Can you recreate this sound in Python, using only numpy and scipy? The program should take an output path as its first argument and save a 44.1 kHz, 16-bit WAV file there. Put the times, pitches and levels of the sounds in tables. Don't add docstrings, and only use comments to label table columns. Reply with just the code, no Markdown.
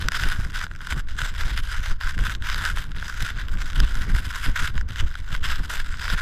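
import sys
import numpy as np
from scipy.fft import rfft, irfft, next_fast_len
from scipy.io import wavfile
from scipy.ndimage import map_coordinates

SR = 44100
rng = np.random.default_rng(int(sys.argv[2]) if len(sys.argv) > 2 else 0)


def generate_wav(signal):
    frames = np.transpose(np.atleast_2d(signal))
    scaled = np.clip(frames, -1, 1) * 32767
    pcm = np.round(scaled).astype(np.int16)
    wavfile.write(sys.argv[1], SR, pcm)


N = 273993

# start_s [s], big_eddies_db [dB], small_eddies_db [dB]
GUST_LEVELS = [(0.0, -29, -35.5), (0.19, -31, -41.5), (1.16, -29.5, -47), (1.49, -27.5, -44),
               (1.68, -24.5, -51), (1.87, -28.5, -53), (2.23, -28, -40.5), (2.72, -27.5, -42.5),
               (3.25, -29.5, -42), (3.79, -25.5, -40), (3.98, -24, -36.5), (4.2, -28.5, -40.5),
               (4.53, -31, -42.5), (4.86, -25.5, -44), (5.1, -31.5, -47.5), (5.5, -28, -42),
               (5.83, -28.5, -43), (6.21, -30.5, -47)]
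# start_s [s], low_db [dB], middle_over_low_db [dB], upper_over_low_db [dB]
HEAVY_PELLETS = [(0.0852, -7.5, -13, -7.5), (0.1192, -17, -15, -9), (0.1999, -17.5, -13, -19),
                 (0.2355, -13, -9, -13), (0.3197, -29, -8, -22), (0.401, -26.5, -13, -12),
                 (0.5067, -33, -17, -6), (0.6145, -16.5, -28, -31), (0.6664, -23, -12, -18),
                 (0.7133, -25.5, -19, -27), (0.751, -29, -19, -18), (0.7614, -29.5, -12, -10),
                 (0.8062, -25, -14, -24), (0.9239, -10, -16, -21), (1.0865, -25, -13, -21),
                 (1.2592, -20.5, -24, -29), (1.4354, -19, -25, -20), (1.5764, -19, -9, -7),
                 (2.19, -19.5, -11, -17), (2.423, -23, -6.5, -15), (2.4994, -12, -10, -13.5),
                 (2.5449, -14, -6.5, -12), (2.6411, -15, -11, -18), (2.652, -14.5, -5, -10),
                 (2.6704, -27, -11, -16), (2.7723, -13.5, -15, -21), (2.9175, -29.5, -5.5, -12),
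                 (2.948, -29, -14, -23), (2.9637, -25, -13, -17), (2.9846, -32, 0, -19),
                 (3.026, -20, -16, -24), (3.0811, -21, -21, -10.5), (3.6182, -21.5, -10, -11.5),
                 (3.7318, -26.5, -9, -13), (3.802, -13.5, -8, -6), (3.9535, -21.5, -10, -8),
                 (4.15, -17.5, -15, -16), (4.4617, -14.5, -10, -18), (4.566, -21.5, -25, -23),
                 (4.7785, -18.5, -12, -17), (4.8115, -21.5, -16, -16), (4.8883, -29, -20, -9.5),
                 (4.959, -22, -6.5, -17), (5.1539, -20, -10.5, -19), (5.3499, -13, -22, -22),
                 (5.45, -23, -14, -18), (5.702, -17.5, -26, -28), (5.9414, -21, -14.5, -25),
                 (6.0244, -20.5, -17, -12), (6.0538, -18.5, -14, -20), (6.0804, -16, -14.5, -20),
                 (6.1008, -13, -12, -17)]
# centre_hz [Hz], width_hz of one pass [Hz], level_db [dB]
CASE_MODES = [(605, 680, -22), (1034, 290, -11.5), (1500, 380, 1), (1906, 770, -8), (3040, 1280, -11),
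              (3610, 1140, -13.5), (4968, 730, -13.5), (6150, 1630, -19), (7590, 1600, -19.5),
              (10400, 4700, -24.5), (13300, 3700, -26.5)]
MODE_GROUP = [0, 0, 0, 0, 1, 1, 2, 2, 2, 2, 2]
# freq_hz [Hz], density_db [dB per Hz]
BIG_EDDY_SPECTRUM = [(5, -19.5), (9, 6.5), (21, 0), (36, -5), (80, -13.5), (160, -39.5), (400, -53),
                     (900, -120)]
SMALL_EDDY_SPECTRUM = [(30, -51), (70, -1), (110, 1.5), (200, -9.5), (400, -22), (750, -30.5),
                       (1200, -23.5), (2500, -120)]
# centre_s [s], level_db [dB]
STRONG_EDDIES = [(.058, -20.5), (.228, -21.5), (0.266, -21), (0.364, -32), (0.392, -19), (.465, -24),
                 (0.759, -32), (0.928, -19), (0.978, -20), (1.23, -19), (1.469, -28), (1.534, -25),
                 (1.593, -30), (1.66, -32), (1.799, -25), (1.917, -17.5), (2.06, -23.5), (2.17, -23),
                 (2.219, -14.5), (2.417, -28), (2.57, -25.5), (2.799, -30), (2.984, -26.5), (3.233, -18.5),
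                 (3.445, -30), (3.805, -18), (3.835, -18), (3.959, -28), (4.085, -22), (4.139, -13.5),
                 (4.273, -22.5), (4.489, -17.5), (4.598, -26), (4.628, -17.5), (4.771, -24), (4.829, -25),
                 (4.907, -23), (5.027, -17.5), (5.331, -22.5), (5.603, -22.5), (6.14, -19.5)]
# start_s [s], length_s [s], pelting_db [dB]
SNOW_FLURRIES = [(0.0, 0.08, -33), (0.122, .05, -28), (0.189, 0.15, -29), (0.357, 0.076, -39.5),
                 (0.44, 0.062, -41.5), (0.542, 0.1, -33), (0.695, 0.1, -49), (0.817, 0.057, -36),
                 (0.904, 0.022, -27.5), (0.974, 0.011, -31.5), (1.085, 0.14, -42), (1.19, 0.098, -30),
                 (1.344, 0.071, -38), (1.393, 0.061, -31), (1.478, .12, -32), (1.633, .19, -34.5),
                 (1.839, 0.075, -30.5), (2.019, .1, -32.5), (2.136, 0.019, -37.5), (2.189, 0.14, -31),
                 (2.444, .18, -27.5), (2.634, 0.055, -25), (2.761, 0.068, -30.5), (2.858, 0.052, -48),
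                 (2.962, 0.055, -38), (3.049, 0.12, -33.5), (3.205, .1, -29.5), (3.368, 0.047, -35.5),
                 (3.441, 0.022, -43), (3.488, .07, -42.5), (3.585, .12, -36), (3.758, 0.034, -29.5),
                 (3.832, 0.1, -36), (3.929, 0.17, -35.5), (4.15, 0.038, -27), (4.22, 0.112, -34.5),
                 (4.356, .14, -29), (4.518, 0.027, -37), (4.563, 0.12, -28), (4.758, 0.035, -35.5),
                 (4.896, .045, -40), (4.964, 0.048, -31), (5.069, .2, -41.5), (5.296, 0.066, -32.5),
                 (5.447, 0.09, -27), (5.546, 0.11, -36), (5.703, 0.11, -29), (5.846, .14, -39.5),
                 (6.008, .13, -29), (6.176, 0.024, -32)]

TOP_HZ = 15200
CONTACT_HZ = 7000
ARRIVE_DB_PER_S, LEAVE_DB_PER_S = 702, 455
CALM_DB, PELTING_TRIM_DB = -70, -1.68
THUMP_WIDTH_MS, THUMP_LOG_SPREAD = 4.54, 0.14
WAKE_S, WAKE_DB = 0.021, -16
SWELL_S, SWELL_DB = 0.037, -6
LOW_DB, MIDDLE_DB, UPPER_DB = -3, 5, 10
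DULL_DB_PER_OCTAVE, DULL_ABOVE_HZ = 4, 5000


def amp(db):
    return 10 ** (np.asarray(db) / 20)


def unit(x):
    return x / np.sqrt(np.mean(x ** 2) + 1e-20)


def curves(rows):
    time_s, *columns = np.transpose(rows)
    return [np.interp(np.arange(N) / SR, time_s, column) for column in columns]


def wobble(knots_per_s):
    knots = rng.standard_normal(4000)
    return map_coordinates(knots, [np.arange(N) * knots_per_s / SR])


def filtered(x, response):
    size = next_fast_len(N + 8192)
    spectrum = rfft(x, size) * response(np.fft.rfftfreq(size, 1 / SR))
    return irfft(spectrum, size)[..., :N]


def coloured(spectrum):
    freq_hz, density_db = np.transpose(spectrum)

    def response(hz):
        return amp(np.interp(np.log(hz + 1), np.log(freq_hz + 1), density_db))

    return unit(filtered(rng.standard_normal(N), response))


def case_ring(at, gain_db, spot_db):
    centre_hz, width_hz, level_db = np.transpose(CASE_MODES)[:, :, None]
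    spot = rng.standard_normal((len(at), 2, len(CASE_MODES))).T
    strength = amp(level_db + gain_db + spot_db * spot[:, 0]) * np.sign(spot[:, 1])
    blows = np.array([np.bincount(at, row, N)[:N] for row in strength])

    def modes(f):
        damping = 1j * f * width_hz
        one_pass = damping / (centre_hz * centre_hz - f * f + damping)
        return one_pass ** 2

    ring = filtered(blows, modes).sum(0)
    return filtered(ring, lambda f: 1 / (1 + 1j * f / CONTACT_HZ))


def drift():
    at = np.arange(0, N, 4)
    group_gain_db = -6 * np.array(MODE_GROUP)[:, None]
    return amp(-59) * unit(case_ring(at, group_gain_db, spot_db=-5.0))


def thumps():
    out = np.zeros(N + SR)
    t = np.arange(-2048, 2048) / SR
    for centre_s, level_db in STRONG_EDDIES:
        width_ms = THUMP_WIDTH_MS * np.exp(THUMP_LOG_SPREAD * rng.standard_normal())
        u = t * 1000 / width_ms
        point = np.exp(-np.sqrt(0.064 + 2.0 * u * u))
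        back = np.exp(-.5 * ((u - 1.6) / 1.84) ** 2)
        bump = point - back * point.sum() / back.sum()
        start = round(centre_s * SR) + SR // 2 - len(t) // 2
        out[start:start + len(t)] += rng.choice([-1, 1]) * amp(level_db + 6.5) * bump
    return out[SR // 2:][:N]


def near_strong_eddies(span_s):
    t = np.arange(N) / SR
    return sum(amp(db) * np.exp(-((t - s) / span_s) ** 2) for s, db in STRONG_EDDIES)


def wind():
    big_db, small_db = curves(GUST_LEVELS)
    lumps = wobble(14)
    heave_level = amp(big_db + 3.0) + amp(SWELL_DB) * near_strong_eddies(SWELL_S)
    heave = heave_level * unit(amp(2.36 * lumps) * coloured(BIG_EDDY_SPECTRUM))
    flutter_level = amp(small_db - 0.3) + amp(WAKE_DB) * near_strong_eddies(WAKE_S)
    flutter_db = 1.9 * lumps + 3.1 * wobble(45)
    flutter = flutter_level * unit(amp(flutter_db) * coloured(SMALL_EDDY_SPECTRUM))
    return heave + flutter + thumps()


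def pellets(count=2):
    start_s, low_db, middle_db, upper_db = np.repeat(HEAVY_PELLETS, count, axis=0).T
    peak_db = np.array([low_db + LOW_DB, low_db + middle_db + MIDDLE_DB, low_db + upper_db + UPPER_DB])
    late = rng.random((len(HEAVY_PELLETS), count)) * np.arange(count)
    at = ((start_s + .0001 + 0.001296 * late.ravel()) * SR).astype(int)
    centre_hz, width_hz, level_db = np.transpose(CASE_MODES)
    octaves_above = np.clip(np.log2(centre_hz / DULL_ABOVE_HZ), 0, None)
    dull_db = -DULL_DB_PER_OCTAVE * octaves_above[:, None]
    kick_power = (2 * np.pi / np.e * width_hz / SR * amp(level_db)) ** 2
    group_db = 10 * np.log10(np.bincount(MODE_GROUP, kick_power))[:, None]
    fragment_db = -7 * np.tile(np.arange(count), len(HEAVY_PELLETS))
    gain_db = (peak_db - group_db)[MODE_GROUP] + fragment_db + dull_db
    return case_ring(at, gain_db, spot_db=1.5)


def flurry_level():
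    start_s, length_s, level_db = np.transpose(SNOW_FLURRIES)[:, :, None]
    t = np.arange(0, N, 32) / SR
    arrive_db = ARRIVE_DB_PER_S * np.clip(start_s - t, 0, None)
    leave_db = LEAVE_DB_PER_S * np.clip(t - start_s - length_s, 0, None)
    power = (amp(level_db - (arrive_db + leave_db)) ** 2).sum(0) + amp(CALM_DB) ** 2
    return np.interp(np.arange(N) / SR, t, 10 * np.log10(power))


def pelting(count=50000):
    level_db = flurry_level()
    when, pick, spread = rng.random((count, 3)).T
    at = (when * N).astype(int)
    eddies = 0.15 * wobble(16) + .5 * wobble(50) + .5 * wobble(200)
    clumps_db = 6.45 * np.tanh(eddies)
    share = np.clip(.5 * amp(0.94 * (level_db[at] + 32.5)), .16, 1)
    lands = np.clip((share - pick) / (0.29 * share), 1e-5, 1)
    heavy_db = -2.66 * np.log(spread + 0.00017)
    size_db = 20 * np.log10(lands / np.sqrt(share)) + heavy_db
    side_db = 1.98 * np.array([wobble(11)[at] for _ in CASE_MODES])
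    shower = case_ring(at, size_db + clumps_db[at] + side_db, spot_db=3.5)
    return amp(level_db + PELTING_TRIM_DB) * unit(shower)


def scene():
    return (drift() + wind() + pellets() + pelting())[None]


def record(dry):
    return filtered(dry, lambda hz: 1 / (1 + (hz / TOP_HZ) ** 90))


dry = scene()
out = record(dry)
generate_wav(out)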